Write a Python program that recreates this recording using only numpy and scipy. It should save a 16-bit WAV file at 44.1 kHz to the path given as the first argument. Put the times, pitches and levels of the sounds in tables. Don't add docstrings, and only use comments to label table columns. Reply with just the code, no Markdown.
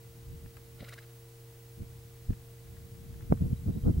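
import sys
import numpy as np
from scipy import signal
from scipy.fft import rfft, irfft
from scipy.io import wavfile

SR = 44100
rng = np.random.default_rng(int(sys.argv[2]) if len(sys.argv) > 2 else 0)


def transcribe(u):
    v = np.clip(np.atleast_2d(u).T, -1, 1)
    q = np.round(v * 32767).astype(np.int16)
    wavfile.write(sys.argv[1], SR, q)


N = 176400
T = np.arange(N) / SR
CUTOFF_HZ = 15900
SIDE = np.array([[1], [-1]])


def from_db(db):
    return 10 ** (np.asarray(db) / 20)


def unit_rms(x):
    return x / np.sqrt(np.mean(x ** 2) + 1e-20)


def at_hz(points, hz):
    freqs, values = np.transpose(points)
    return np.interp(np.log(hz), np.log(freqs), values)


def pan(db):
    return from_db(SIDE * db / 2)


def drift(rate_hz):
    return np.interp(T * rate_hz, np.arange(400), rng.standard_normal(400))


def swell(peak_s, rise_s, fall_s):
    width_s = np.where(T < peak_s, rise_s, fall_s)
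    return np.exp(-np.minimum(((T - peak_s) / width_s) ** 2, 60))


def stereo(mid, side, correlation, hz):
    alike = np.clip(at_hz(correlation, hz), -1, 1)
    return np.sqrt(1 + alike) * mid + np.sqrt(1 - alike) * side * SIDE


def coloured_noise(spectrum, correlation):
    hz = np.maximum(np.arange(N // 2 + 1) * SR / N, 1)
    mid, side = rfft(rng.standard_normal((2, N)))
    bins = stereo(mid, side, correlation, hz) * from_db(at_hz(spectrum, hz))
    return unit_rms(irfft(bins * (hz < CUTOFF_HZ), N))


def noise_bands(correlation):
    edges_hz = 2050 / 2 ** np.arange(6.5, -.1, -.5)
    white = rng.standard_normal((2, 2, N))
    for k, (low, high) in enumerate(zip(edges_hz, edges_hz[1:])):
        bandpass = signal.butter(4, [low, high], "band", fs=SR, output="sos")
        mid, side = signal.sosfilt(bandpass, white[k % 2])
        centre_hz = np.sqrt(low * high)
        yield centre_hz, unit_rms(stereo(mid, side, correlation, centre_hz))


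def narrow_noise(hz, width_hz):
    lowpass = signal.butter(2, width_hz / 2, fs=SR, output="sos")
    slow = signal.sosfilt(lowpass, rng.standard_normal((2, N)))
    phase = 2 * np.pi * np.cumsum(hz) / SR
    return unit_rms(slow[0] * np.cos(phase) + slow[1] * np.sin(phase))


def resonant_air(resonances):
    out = 0
    for hz, width_hz, db in resonances:
        radius = np.exp(-np.pi * width_hz * np.sqrt(2) / SR)
        section = [1, 0, -1, 1, -2 * radius * np.cos(2 * np.pi * hz / SR), radius ** 2]
        band = signal.sosfilt([section, section], rng.standard_normal(N))
        out += from_db(db) * unit_rms(band)
    return unit_rms(out)


# freq_hz, density_db
HISS_SPECTRUM = [(350, -18), (600, 0), (979, -2.5), (1020, -4), (1640, -5.5), (2540, -7), (2680, -7),
                 (7140, -9), (14700, -9), (15500, -9)]
# freq_hz, correlation
HISS_CORRELATION = [(600, 0.29), (1400, 0.034), (3100, 0.24), (6800, 0.5), (11000, 1), (15000, 1)]


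def microphone_hiss():
    return from_db(-61.5) * coloured_noise(HISS_SPECTRUM, HISS_CORRELATION)


# pitch_hz, rms_db, pan_db
HUM_TONES = [(120.3, -52.5, 0), (345, -68, -2.5), (461, -61, 0), (1990, -85, 0), (10160, -85, 0)]
# freq_hz, density_db
WHIRR_SPECTRUM = [(30, -3), (70, 2), (120, -6), (200, -6), (300, -8), (450, -7.5),
                  (650, -21), (900, -28.5)]


def camera_motor():
    wander_rad, waver_db, whine_hz = .06, .7, 15734
    hum = 0
    for hz, db, pan_db in HUM_TONES:
        phase = 2 * np.pi * (hz * T + rng.random()) + wander_rad * drift(5.5)
        hum += pan(pan_db) * from_db(db + waver_db * drift(9)) * np.sin(phase)
    whine = from_db(-71 + 1.5 * drift(12)) * np.sin(2 * np.pi * whine_hz * T)
    whirr = from_db(-63.5) * coloured_noise(WHIRR_SPECTRUM, correlation=[(100, 1), (600, .53)])
    return np.sqrt(2) * (hum + whine) + whirr


# peak_s, pitch_hz, level_db
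BIRD_PEEPS = [(3.541, 3110, -73), (3.572, 3890, -68), (3.608, 3860, -74), (3.675, 3860, -74),
              (3.742, 3840, -70), (3.776, 3850, -71), (3.803, 3810, -74), (3.841, 3110, -68),
              (3.94, 3110, -70)]


def distant_bird():
    half_s = .009
    return sum(from_db(db) * swell(peak_s, half_s, half_s) * np.sqrt(2) * np.sin(2 * np.pi * hz * T)
               for peak_s, hz, db in BIRD_PEEPS)


# start_s, level_db
DRY_TICKS = [(0.046, -63), (.459, -58), (0.569, -51), (2.303, -58), (2.331, -55), (2.402, -64),
             (2.673, -61), (2.769, -59), (3.141, -59), (3.207, -54), (3.222, -60), (3.373, -56)]
# freq_hz, density_db
TICK_SPECTRUM = [(400, -14), (1000, 5.5), (1700, 6.5), (2900, -4.5), (5000, -14), (12000, -20)]


def ticks():
    decay_s = .005
    envelope = sum(from_db(db) * (T >= start_s) * np.exp(-np.clip((T - start_s) / decay_s, 0, 40))
                   for start_s, db in DRY_TICKS)
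    return envelope * pan(7) * coloured_noise(TICK_SPECTRUM, correlation=[(1000, .36), (8000, .54)])


# time_s, level_db
BREEZE_LEVELS = [(0, -55), (.2, -54), (.55, -54), (.8, -56), (1.2, -66), (1.65, -63), (1.9, -52),
                 (2.12, -59), (2.4, -52), (2.58, -60), (2.72, -48), (2.9, -52), (3.02, -45), (3.25, -42),
                 (3.38, -38), (3.6, -43), (4, -35)]
# peak_s, level_db, half_length_s, corner_hz
WIND_PUFFS = [(.33, -41, .06, 100), (.45, -43, .025, 130), (.818, -46, .015, 210), (1.815, -37, .028, 150),
              (2.315, -38, .025, 190), (3.325, -25, .018, 250), (3.42, -32, .014, 240),
              (3.455, -30, .03, 190), (3.52, -32, .025, 170), (3.69, -24.5, .024, 200),
              (3.77, -32, .02, 210), (3.88, -21, .029, 245), (3.985, -29, .04, 170)]
# freq_hz, density_db
WIND_SPECTRUM = [(20, -10), (40, -6), (70, 1), (130, 0.5), (200, 1), (350, -2), (550, 0), (800, -4),
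                 (1250, 2), (1700, -12)]
# freq_hz, correlation
WIND_CORRELATION = [(30, 0.83), (65, 0.98), (130, 0.78), (260, 0.14), (500, -0.34), (1200, -0.37)]


def wind():
    breeze_corner_hz, rolloff_order = 118, 2.92
    breeze = from_db(np.interp(T, *np.transpose(BREEZE_LEVELS)))
    puffs = [from_db(db) * swell(peak_s, half_s, half_s) for peak_s, db, half_s, _ in WIND_PUFFS]
    powers = np.array([breeze] + puffs) ** 2
    corners_hz = np.array([breeze_corner_hz] + [corner_hz for *_, corner_hz in WIND_PUFFS])
    centres_hz, bands = zip(*noise_bands(WIND_CORRELATION))
    hz = np.array(centres_hz)[:, None]
    rolloff = 1 + (hz / corners_hz) ** (2 * rolloff_order)
    shares = hz * from_db(at_hz(WIND_SPECTRUM, hz)) ** 2 / rolloff
    envelopes = np.sqrt(shares / shares.sum(axis=0) @ powers)
    return sum(envelope * band for envelope, band in zip(envelopes, bands))


# peak_s, peak_db, width_s, right_lag_s, pan_db
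EDDY_THUMPS = [(1.8185, -31, .004, .0008, -2), (2.2971, -18, .0055, .0015, -3),
               (2.3061, -21, .002, -.001, 1), (2.3272, -27, .0055, .001, 3), (3.3072, -21, .005, .001, -2),
               (3.3228, -13, .003, .0008, -4), (3.3279, -13.5, .0035, .0005, 0),
               (3.4118, -17, .004, -.0014, 0), (3.4234, -15.5, .003, -.001, 0),
               (3.5318, -17, .0035, .0014, 0), (3.8395, -21, .006, -.0008, 1),
               (3.8696, -11.5, .0032, .001, -1), (3.9015, -17, .005, .002, -1),
               (3.9795, -18, .006, .0005, -2)]


def eddies():
    out = np.zeros((2, N))
    for peak_s, db, width_s, lag_s, pan_db in EDDY_THUMPS:
        offset = (T - peak_s + SIDE * lag_s / 2) / width_s
        swing = (1 - 3 * offset ** 2) / (1 + offset ** 2) ** 3
        out += from_db(db) * pan(pan_db) * swing
    return out


def eddy_pop():
    centre_s, width_s, lag_s = 3.3241, .00043, .0005
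    ring_hz, ring_decay_s, notch_hz = 1380, .0015, 1800
    since_s = T - centre_s + SIDE * lag_s / 2
    offset = since_s / width_s
    swing = -from_db(-13) * np.pi * offset / (1 + offset ** 2) ** 2
    age_s = np.clip(since_s, 0, .1)
    ring = from_db(-31) * np.sin(2 * np.pi * ring_hz * age_s) * np.exp(-age_s / ring_decay_s)
    notch = signal.iirnotch(notch_hz, Q=2.2, fs=SR)
    return pan(-4.5) * signal.lfilter(*notch, swing + ring)


# shut_s, whistle_db, rasp_db, spray_db, open_length_s
NOSTRIL_FLAPS = [(0.8093, -60, -51, -76, .004), (.850, -55, -53.5, -66, 0.0067),
                 (.896, -54, -54, -56.5, 0.013), (0.942, -53, -53, -56.5, .017),
                 (.993, -54, -56, -63, .013), (1.048, -70, -63, -76, 0.026), (1.108, -78, -71, -80, .02)]
# centre_hz, width_hz, level_db
NOSE_RESONANCES = [(593, 130, -2), (1380, 220, -4), (2050, 390, -0.5), (2940, 550, -2.5), (3920, 450, -2),
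                   (4900, 660, -8)]
# centre_hz, width_hz, level_db
GRUNT_RESONANCES = [(216, 96, -3.5), (580, 80, -3)]
# freq_hz, density_db
SPRAY_SPECTRUM = [(1500, -20), (3000, 1), (5000, 3.5), (9000, 3.5), (13000, -5), (16000, -14)]


def snort():
    low_hz, high_hz, glide_s = 1250, 2063, .011
    opening_s, closing_s, spray_rise_s = .0016, .0038, .0062
    leak_db, leak_s = -9.5, .026
    shuts_s = np.array(NOSTRIL_FLAPS)[:, 0]
    current_shut_s = shuts_s[np.searchsorted(shuts_s[:-1] + .012, T)]
    narrowing = np.exp(np.clip((T - current_shut_s) / glide_s, -20, .1))
    whistle = narrow_noise(low_hz + (high_hz - low_hz) * narrowing, width_hz=380)
    rasp = resonant_air(NOSE_RESONANCES) + from_db(-14) * resonant_air(NOSE_RESONANCES) * SIDE
    spray = coloured_noise(SPRAY_SPECTRUM, correlation=[(1000, .65), (10000, 1)])
    grunt = from_db(-43.5) * swell(.828, .0085, .0085) * resonant_air(GRUNT_RESONANCES)
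    flaps = np.zeros((2, N))
    for shut_s, whistle_db, rasp_db, spray_db, open_length_s in NOSTRIL_FLAPS:
        open_s, narrowest_s = shut_s - open_length_s, shut_s - .002
        gap = swell(np.clip(T, open_s, narrowest_s), opening_s, closing_s)
        leak = from_db(leak_db) * swell(open_s, .85 * leak_s, leak_s)
        flow = np.maximum(gap, leak)
        spurt = swell(narrowest_s, spray_rise_s, closing_s)
        flaps += flow * (from_db(whistle_db) * whistle + from_db(rasp_db) * rasp)
        flaps += from_db(spray_db) * (spurt + .32 * flow) * spray
    return grunt + flaps


def scene():
    background = microphone_hiss() + camera_motor() + distant_bird() + ticks()
    return background + wind() + eddies() + eddy_pop() + snort()


def record(dry):
    return signal.sosfilt(signal.ellip(12, .1, 80, CUTOFF_HZ, fs=SR, output="sos"), dry)


dry = scene()
out = record(dry)
transcribe(out)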